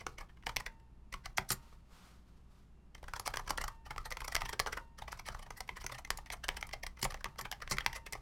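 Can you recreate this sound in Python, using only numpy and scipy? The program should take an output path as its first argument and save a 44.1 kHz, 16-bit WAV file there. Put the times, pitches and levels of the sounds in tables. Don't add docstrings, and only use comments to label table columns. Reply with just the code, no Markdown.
import sys
import numpy as np
from scipy import signal
from scipy.fft import rfft, irfft, next_fast_len
from scipy.io import wavfile
from scipy.ndimage import uniform_filter1d, map_coordinates

SR = 44100
rng = np.random.default_rng(int(sys.argv[2]) if len(sys.argv) > 2 else 0)


def store_wav(level_fs):
    pcm = np.round(np.clip(np.atleast_2d(level_fs), -1, 1) * 32767)
    wavfile.write(sys.argv[1], SR, pcm.T.astype(np.int16))


N = 362061

# (time [s], relative plate level [dB], hollowness [dB], brightness [dB], nominal length [ms])
KEY_CONTACTS = [(0.009, -46, -0.5, -11, 15), (0.0671, -35, 5, -4.5, 5), (0.1854, -41, -6, -11, 8),
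                (0.21, -47.5, 2.5, -8.5, 15), (0.296, -57, -2, -41, 8.7), (0.373, -57.5, -8.5, -36, 5.7),
                (0.426, -53, -14, -29, 2.8), (0.4358, -52, -4, -29, 3.7), (0.468, -27, -7, -17, 7.9),
                (0.494, -36.5, 0.5, -14.5, 6.4), (0.5631, -31, -16, -5, 5), (0.5677, -22, -6.5, -11, 4.4),
                (0.6023, -39.5, -2, -6, 6.7), (0.6648, -31, -15.5, -18, 7.5), (0.8, -67.5, -8, -2, 5.2),
                (1.1272, -41, -8.5, -6.5, 5.7), (1.1404, -35, -3.5, -12, 5.6),
                (1.2502, -48.5, -13, -15.5, 15.4), (1.2589, -38.5, -1.5, -2.5, 5.4),
                (1.3754, -34, -14, 1.5, 6.3), (1.3831, -19.5, -6, -17.5, 6.9),
                (1.4916, -52.5, -9, 18.5, 6.4), (1.5053, -33.5, 1, 9.5, 6.9),
                (1.5198, -37.5, -2, 12.5, 19.8), (1.5276, -54.5, 8, 17, 8), (1.727, -63, 8, -18, 2),
                (2.9501, -45, -6, -11, 4.5), (2.981, -59, -2, -9, 4.5), (3.0304, -50, 6, -9, 4.5),
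                (3.0414, -47, -6, -16, 4.6), (3.0828, -50.5, 10, -4, 5.1), (3.1371, -39, 9.5, -6, 4.2),
                (3.1644, -41, 0, -5, 9.4), (3.1978, -40.5, 5, 7.5, 4.6), (3.2623, -41.5, 5, 3, 8.2),
                (3.271, -34, -7.5, -6.5, 3.9), (3.2775, -30.5, 2.5, 2, 4.5), (3.3056, -54, 0, 0, 8.4),
                (3.3405, -36, 3, -14, 5.8), (3.3594, -42, 0, -2.5, 4), (3.3719, -27.5, -5, -7.5, 4.4),
                (3.3955, -43, 4.5, -5.5, 7.8), (3.4675, -57, 7, -4, 14.7), (3.4785, -41, 4.5, -5, 6.5),
                (3.4965, -40.5, 5.5, 4, 6.4), (3.5065, -30.5, 3.5, -2.5, 6.1), (3.5429, -59, -2, -14, 2.6),
                (3.577, -37, -2, 0, 5.7), (3.5832, -30, -0.5, -11, 4), (3.6152, -35.5, -2, -2, 9.5),
                (3.6411, -37.5, 4, 0, 5.3), (3.6813, -37, -0.5, -5.5, 6.1), (3.8646, -50, 0.5, -11, 18),
                (3.909, -40.5, 4, -12.5, 7.6), (3.9628, -39.5, -2, -22, 4.0), (3.981, -35, 1.5, -13, 3.5),
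                (4.0577, -41, -1.5, -2, 13), (4.1072, -46, -5, 5, 4), (4.1156, -36.5, -2, -12, 4.2),
                (4.123, -32, -9, -10, 5.8), (4.1709, -36, 1.5, -8.5, 3.8), (4.206, -37.5, -5, -9, 5.1),
                (4.2184, -44, 7, -18, 4.7), (4.2475, -40.5, 2, 0, 7.4), (4.2812, -37, 0, 1.5, 6.1),
                (4.324, -35.5, -6.5, -8, 8.2), (4.349, -38.5, 4, 7.5, 2.5), (4.3535, -22, -12, 2, 3.4),
                (4.3653, -24.5, -6, -5.5, 4.5), (4.4095, -39, -5, -8, 5.5), (4.4192, -31, 1, -24.5, 4.3),
                (4.4574, -37, -0.5, -10, 8.2), (4.4933, -33.5, -6.5, -7, 8.2), (4.5318, -34.5, -4, -9, 6.8),
                (4.595, -27, -21, -9, 2.5), (4.5996, -21.5, -3.5, -4, 6.1), (4.6626, -36.5, 7.5, -14, 4.2),
                (4.6717, -40.5, 9, -2.5, 10.6), (4.7292, -34, -1.5, -7, 8.1),
                (4.7734, -36.5, 1.5, -12.5, 7.3), (4.988, -47.5, -1, -1.5, 10.4),
                (5.0179, -58, 3, -10, 14.5), (5.022, -40, 1, -16, 5.6), (5.081, -38, -2, -21, 6.7),
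                (5.1224, -45, -1, 0.5, 10.4), (5.129, -42.5, 7, -15, 1.9), (5.1757, -55.5, 0, -2, 7),
                (5.1957, -41, -3, -6.5, 7.6), (5.2644, -46, -4, -2, 14), (5.2777, -46, 1, 0, 16.8),
                (5.2872, -33.5, -3, -11, 5.4), (5.3037, -56.5, 5, -7, 3.5), (5.3252, -53, 3, -4, 12),
                (5.3476, -42.5, 6, -11.5, 5.3), (5.3945, -50.5, 2.5, -2, 7.1),
                (5.4276, -49, -2.5, -4.5, 10), (5.4662, -52, 1.5, -17, 8.1), (5.5062, -42, 3.5, -5, 4.4),
                (5.576, -48, -5, -0.5, 14), (5.6067, -35.5, -1.5, -1, 4.9), (5.679, -54, -7, -5, 5.1),
                (5.692, -30.5, -5.5, -25, 6), (5.7696, -41.5, -1.5, -8, 13), (5.8145, -48.5, -1, -2.5, 20),
                (5.8434, -41.5, -1, -4, 6.7), (5.8655, -34.5, -3.5, 1, 4.5), (5.8972, -42.5, 0.5, -25, 7.2),
                (5.9227, -39.5, 0, -9, 8.8), (5.9494, -42, -6, -7, 10.5), (5.9854, -44, -1, -1.5, 9.5),
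                (6.0498, -39, -12.5, -6.5, 4.7), (6.075, -57, 3, -4, 4.5), (6.1053, -21, -7, -5, 4.5),
                (6.1747, -50.5, -10, 13.5, 5.2), (6.187, -47.5, 8.5, -15, 5.3), (6.261, -49, -7, -8, 2.8),
                (6.2706, -53.5, -12, -9.5, 12), (6.3032, -31, -10.5, -25, 5.3),
                (6.3253, -43, -0.5, 3.5, 18.7), (6.3346, -39, -1.5, -4, 6.6),
                (6.442, -35.5, -7.5, -8.5, 7.3), (6.4839, -37.5, -2.5, 2, 4.8),
                (6.4897, -20.5, -5, -26.5, 2.5), (6.5452, -48, -3, -17, 2.9),
                (6.571, -33.5, -9.5, -7.5, 7.5), (6.6116, -48, -7, 3, 5), (6.628, -28.5, -9, -26, 4.1),
                (6.6698, -63.5, 5, 16, 4.5), (6.6918, -46, -6, -6, 4.0), (6.7121, -46, -12, -17, 3.3),
                (6.735, -32.5, -5, -13.5, 8), (6.8353, -34.5, -8, -8.5, 7.5), (6.8672, -34, -10, -5.5, 6),
                (6.9724, -52, -3, -14, 6.5), (6.9946, -50.5, -1.5, -5, 11), (7.017, -48, -11, 9, 5.3),
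                (7.0298, -30, -5, 4.5, 7.1), (7.0436, -36, -5, 8, 7.8), (7.052, -28, -2, -8, 6.7),
                (7.1073, -41, -5, -6, 7.1), (7.1222, -43.5, 1, -13, 4.4), (7.1442, -34, -6.5, -22, 6.3),
                (7.1739, -51, -14, -33, 2.5), (7.2093, -45, -8, -20, 7.2), (7.2445, -28.5, -9.5, -17, 2.4),
                (7.2573, -37.5, 1, -21, 7.1), (7.3595, -57, 3, -31, 2.4), (7.391, -36, -2, -8, 10),
                (7.4126, -40.5, -11, 5, 6.3), (7.4537, -39.5, 2, -35, 8.2), (7.516, -32.5, -8, -3.5, 5.3),
                (7.5262, -34, -4, -14, 5.7), (7.6042, -50.5, -1, -21, 4), (7.6223, -38, -1.5, -6.5, 7.2),
                (7.677, -34.5, -13, -28, 3.8), (7.7007, -50, -8, 11, 12), (7.713, -33.5, 0, 6, 6.4),
                (7.7224, -31.5, -6.5, 3, 19.4), (7.7707, -38, -10, -15, 7.4),
                (7.785, -22.5, -6.5, -22, 2.5), (7.8072, -33, -15, -20, 6.9), (7.8263, -54, -2, -18, 5),
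                (7.8472, -50, -3, -10, 5.2), (7.8635, -17.5, -5, -12, 2.4), (7.9307, -37, -11, -9.5, 5.5),
                (7.9544, -41, -5, -12, 12), (7.9618, -39.5, -4, -2, 18.3), (8.0654, -38, -4.5, -11, 6.2),
                (8.1252, -47.5, 2, 14, 3.7), (8.1322, -32.5, -13, -6, 7.6), (8.1528, -43.5, 6, -14, 5.8)]
# (frequency [Hz], base width [Hz], relative level [dB])
CASE_MODES = [(500, 330, -12.5), (802.5, 237, -3), (920, 212, -1), (1159, 248, -1.5), (1301, 216, -3.5)]
PLATE_MODES = [(1685, 220, -2.5), (1778, 155, 1.5), (2003, 200, 4), (2800, 1130, -8), (3080, 190, -2)]
CAP_MODES = [(4070, 500, -5), (5300, 1730, -2), (6070, 400, -0.5)]
TICK_MODES = [(7460, 1050, -5), (7860, 2800, -3), (8940, 1500, -3), (10620, 360, -7), (11830, 830, -8.5),
              (14500, 1700, -20.5), (14030, 920, -21.5)]
# (time [s], pitch [Hz], relative level [dB])
SPRING_PLUCKS = [(.57, 914, -80), (0.666, 906, -69.5), (1.14, 920, -78), (1.506, 922, -71),
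                 (3.28, 916, -71), (3.683, 907, -67.5), (4.35, 912, -59), (4.729, 950, -79),
                 (4.776, 920, -68.5), (6.105, 898, -69), (6.491, 953, -64.5), (7.258, 906, -71),
                 (7.864, 915, -60.5)]
# (relative level [dB], t60 [s])
SPRING_HARMONICS = [(8.5, 0.93), (-5, 1), (-5.5, 0.74), (-19, 0.35)]
# (time [s], boom level [dB])
DESK_THUMPS = [(0.567, -48), (1.145, -52), (1.385, -38), (1.505, -36.5), (3.5, -47.5), (3.602, -47.5),
               (4.432, -47.5), (5.287, -49.5), (5.716, -53), (5.843, -50), (6.101, -49), (7.028, -35),
               (7.256, -46.5), (7.419, -47), (7.715, -36), (7.865, -50)]
# (frequency [Hz], relative level [dB], t60 [s])
BOOM_MODES = [(129, 1, 0.18), (151.5, -7.5, 0.2), (186.3, 0.5, 0.12), (214, -12.5, 0.24)]
KNOCK_MODES = [(379, 3.5, 0.15)]
# (time [s], length [s], level [dB])
SLEEVE_MOVES = [(1.532, 0.19, -69), (1.926, 0.19, -64.5), (2.286, 0.096, -77), (2.515, .11, -75)]
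# (frequency [Hz], relative density [dB])
SHUDDER_SPECTRUM = [(12, -35), (22, 7), (28, 14), (38, 2.5), (52, 2.5), (75, -9.5), (130, -6.5), (260, -53)]
RUSTLE_SPECTRUM = [(240, -36), (400, -3), (844, -1), (913, 1), (1270, 3.5), (1700, -4.5), (4610, -7),
                   (15000, -20), (16500, -38)]
HUSH_SPECTRUM = [(12, -7.5), (25, -2.5), (60, -12.5), (120, -16.5), (190, -15), (280, -25), (370, -25.5),
                 (500, -34), (1000, -33.5), (1600, -41), (4000, -49.5), (10000, -57), (12500, -59.5),
                 (16500, -100)]
# (frequency [Hz], t60 [s])
ROOM_DECAY = [(200, .35), (1000, 0.21), (3000, 0.12), (8000, .14), (15000, 0.13)]
# (frequency [Hz], rms level [dB])
HUM_TONES = [(59.2, -63), (118.4, -77.5), (177.6, -82), (2750, -97)]

SPAN = 4096


def contacts():
    time, plate_db, hollow_db, bright_db, length_ms = np.transpose(KEY_CONTACTS)
    cap_db = plate_db + 0.55 * bright_db + 0.1 * hollow_db
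    return np.array([time, plate_db + hollow_db, plate_db, cap_db, plate_db + bright_db, length_ms])


def keys():
    time, case_db, plate_db, cap_db, tick_db, length_ms = contacts()[:, :, None]
    lead_s = 0.02
    t = np.arange(SPAN // 2) / SR - lead_s
    fade_in = np.clip((t + lead_s) / 0.01, 0, 1)
    scrape_s = np.clip(length_ms - 2.6, 0.2, 12) / 1000
    clean = 1 / (1.5 + np.exp(length_ms / 1.21 - 4.5 - (plate_db + 34.5) / 4))
    damping = 1 + 0.62 * clean
    case_shift = 0.007 * (case_db - plate_db)

    def force(rise, fall, blow_db):
        swell = fade_in * np.exp(np.minimum(t, 0) / (rise * scrape_s * (1 - clean)))
        envelope = np.where(t < 0, swell, np.exp(-t / (fall * scrape_s + 0.0011)))
        grit = amp(4.5 * uniform_filter1d(rng.standard_normal(envelope.shape), 30, axis=1) * np.sqrt(30))
        friction = rng.standard_normal(envelope.shape) * envelope * grit
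        blow = np.exp(-(t / 0.00004) ** 2)
        return friction * (1 - 0.4 * clean) + amp(blow_db) * clean * blow

    case = key_part(force(0.33, 1.0, 18), CASE_MODES, damping, scatter_db=2.5, detune=0.059,
                    shift=case_shift)
    plate = key_part(force(0.65, 0.8, 21), PLATE_MODES, damping, scatter_db=3, detune=0.059)
    cap = key_part(force(0.62, 0.41, 12), CAP_MODES, damping, scatter_db=3, detune=0.011)
    tick = key_part(force(0.22, 0.71, 25), TICK_MODES, damping, scatter_db=2.5, detune=0.037)
    strokes = (amp(case_db + 3) * case + amp(plate_db + 1.5) * plate
               + amp(cap_db + 3.5) * cap + amp(tick_db + 2) * tick)
    return placed(strokes, time[:, 0] - 0.0006, early=lead_s)


def key_part(force, modes, damping, scatter_db, detune, shift=0):
    f = np.fft.rfftfreq(SPAN, 1 / SR)
    scatter = rng.standard_normal((len(force), 2 * len(modes)))
    response = 0
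    for k, (hz, width, db) in enumerate(modes):
        centre = hz * (1 + shift + detune * scatter[:, [2 * k]])
        level = amp(db + scatter_db * scatter[:, [2 * k + 1]])
        response = response + (-1) ** k * level * mode_response(f, centre, width * damping)
    push = rfft(force, SPAN)
    push /= np.sqrt(uniform_filter1d(np.abs(push) ** 2, size=60, axis=1))
    ring = irfft(push * response, SPAN)
    return ring / np.abs(ring).max(axis=1, keepdims=True)


def mode_response(f, centre, width):
    return 1j * f * width / (centre ** 2 - f * f + 1j * f * width)


def stirred(t60):
    t = np.arange(SR // 4) / SR
    times, case_db = contacts()[:2]
    energy = amp(0.49 * case_db[:, None] - 60 * t / t60) ** 2 * (1 - np.exp(-t / 0.002))
    return np.sqrt(placed(energy, times))


def cap_rattle(taps_per_s=120, spread_db=7):
    hits = rng.random(N) < taps_per_s / SR
    taps = hits * amp(spread_db * rng.standard_normal(N)) * stirred(t60=0.19)
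    response = lambda f: sum((-1) ** k * amp(db) * mode_response(f, hz, width)
                             for k, (hz, width, db) in enumerate(PLATE_MODES + CAP_MODES))
    return amp(-22.5) * filtered(taps, response)


def springs():
    time, hz, level_db = np.transpose(SPRING_PLUCKS)[:, :, None]
    t = np.arange(SR // 2) / SR
    ring = sum(amp(db - 60 * t / t60) * np.sin(2 * np.pi * k * hz * t)
               for k, (db, t60) in enumerate(SPRING_HARMONICS, start=1))
    return placed(amp(level_db) * ring * (1 - np.exp(-t / 0.0041)), time[:, 0])


def desk():
    t = np.arange(SR // 4) / SR
    times, levels = np.transpose(DESK_THUMPS)
    thumps = []
    for boom_db in levels:
        knock_db = -52 + 1.2 * (boom_db + 41.5)
        boom = amp(boom_db) * struck(BOOM_MODES, t, rise=0.0059)
        thumps.append(boom + amp(knock_db) * struck(KNOCK_MODES, t, rise=0.0012))
    shudder = amp(-28) * stirred(t60=0.31) * noise(SHUDDER_SPECTRUM)
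    return placed(thumps, times) + shudder


def struck(modes, t, rise):
    ring = sum(amp(db + rng.normal(0, 0.67) - 60 * t / t60) * np.sin(2 * np.pi * hz * t)
               for hz, db, t60 in modes)
    return ring * (1 - np.exp(-t / rise))


def finger_scuffs():
    friction = unit(noise(RUSTLE_SPECTRUM) * amp(2.3 * wobble(160)))
    return amp(-46) * stirred(t60=0.37) * friction


def sleeve(rise_s=0.026, fall_s=0.061):
    t = np.arange(N) / SR
    swell = sum(amp(db) * np.exp(np.minimum(t - at, 0) / rise_s - np.maximum(t - at - hold, 0) / fall_s)
                for at, hold, db in SLEEVE_MOVES)
    return swell * unit(noise(RUSTLE_SPECTRUM) * amp(1.3 * wobble(70)))


def room_reflections(x):
    out = np.zeros(N + SR)
    step, delay_samples = SR // 4, 120
    for start in range(0, N, step):
        hz, t, bands = signal.stft(rng.standard_normal(SR // 3), SR, nperseg=256)
        decay = amp(-60 * t / along(ROOM_DECAY, hz)[:, None])
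        tail = signal.istft(bands * decay, SR, nperseg=256)[1]
        wet = signal.fftconvolve(x[start:start + step], tail / np.linalg.norm(tail))
        out[start + delay_samples:][:len(wet)] += wet
    return filtered(out[:N], lambda hz: 1 / (1 + 1j * hz / 5000))


def room_tone():
    t = np.arange(N) / SR
    hum = sum(np.sqrt(2) * amp(db + 2.5 * wobble(9)) * np.sin(2 * np.pi * hz * t + 0.9 * wobble(9))
              for hz, db in HUM_TONES)
    return amp(-60.5) * noise(HUSH_SPECTRUM) + hum


def amp(db):
    return 10 ** (np.asarray(db) / 20)


def unit(x):
    return x / np.sqrt(np.mean(x ** 2) + 1e-20)


def along(points, hz):
    f, v = np.transpose(points)
    return np.interp(np.log(hz + 1), np.log(f + 1), v)


def wobble(rate):
    return map_coordinates(rng.standard_normal(int(N * rate / SR) + 4), [np.arange(N) * rate / SR])


def filtered(x, response):
    m = next_fast_len(N + SR // 2)
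    return irfft(rfft(x, m) * response(np.fft.rfftfreq(m, 1 / SR)), m)[..., :N]


def noise(spectrum):
    return unit(filtered(rng.standard_normal(N), lambda hz: amp(along(spectrum, hz))))


def placed(rows, times, early=0):
    out = np.zeros(N + SR)
    for s, row in zip(times, rows):
        out[round(s * SR):][:len(row)] += row
    return out[round(early * SR):][:N]


def scene():
    typing = keys() + cap_rattle()
    reflections = amp(-11) * room_reflections(typing)
    return (typing + reflections + springs() + desk() + finger_scuffs() + sleeve() + room_tone())[None]


def record(dry):
    return filtered(dry, lambda hz: hz < 16100)


dry = scene()
out = record(dry)
store_wav(out)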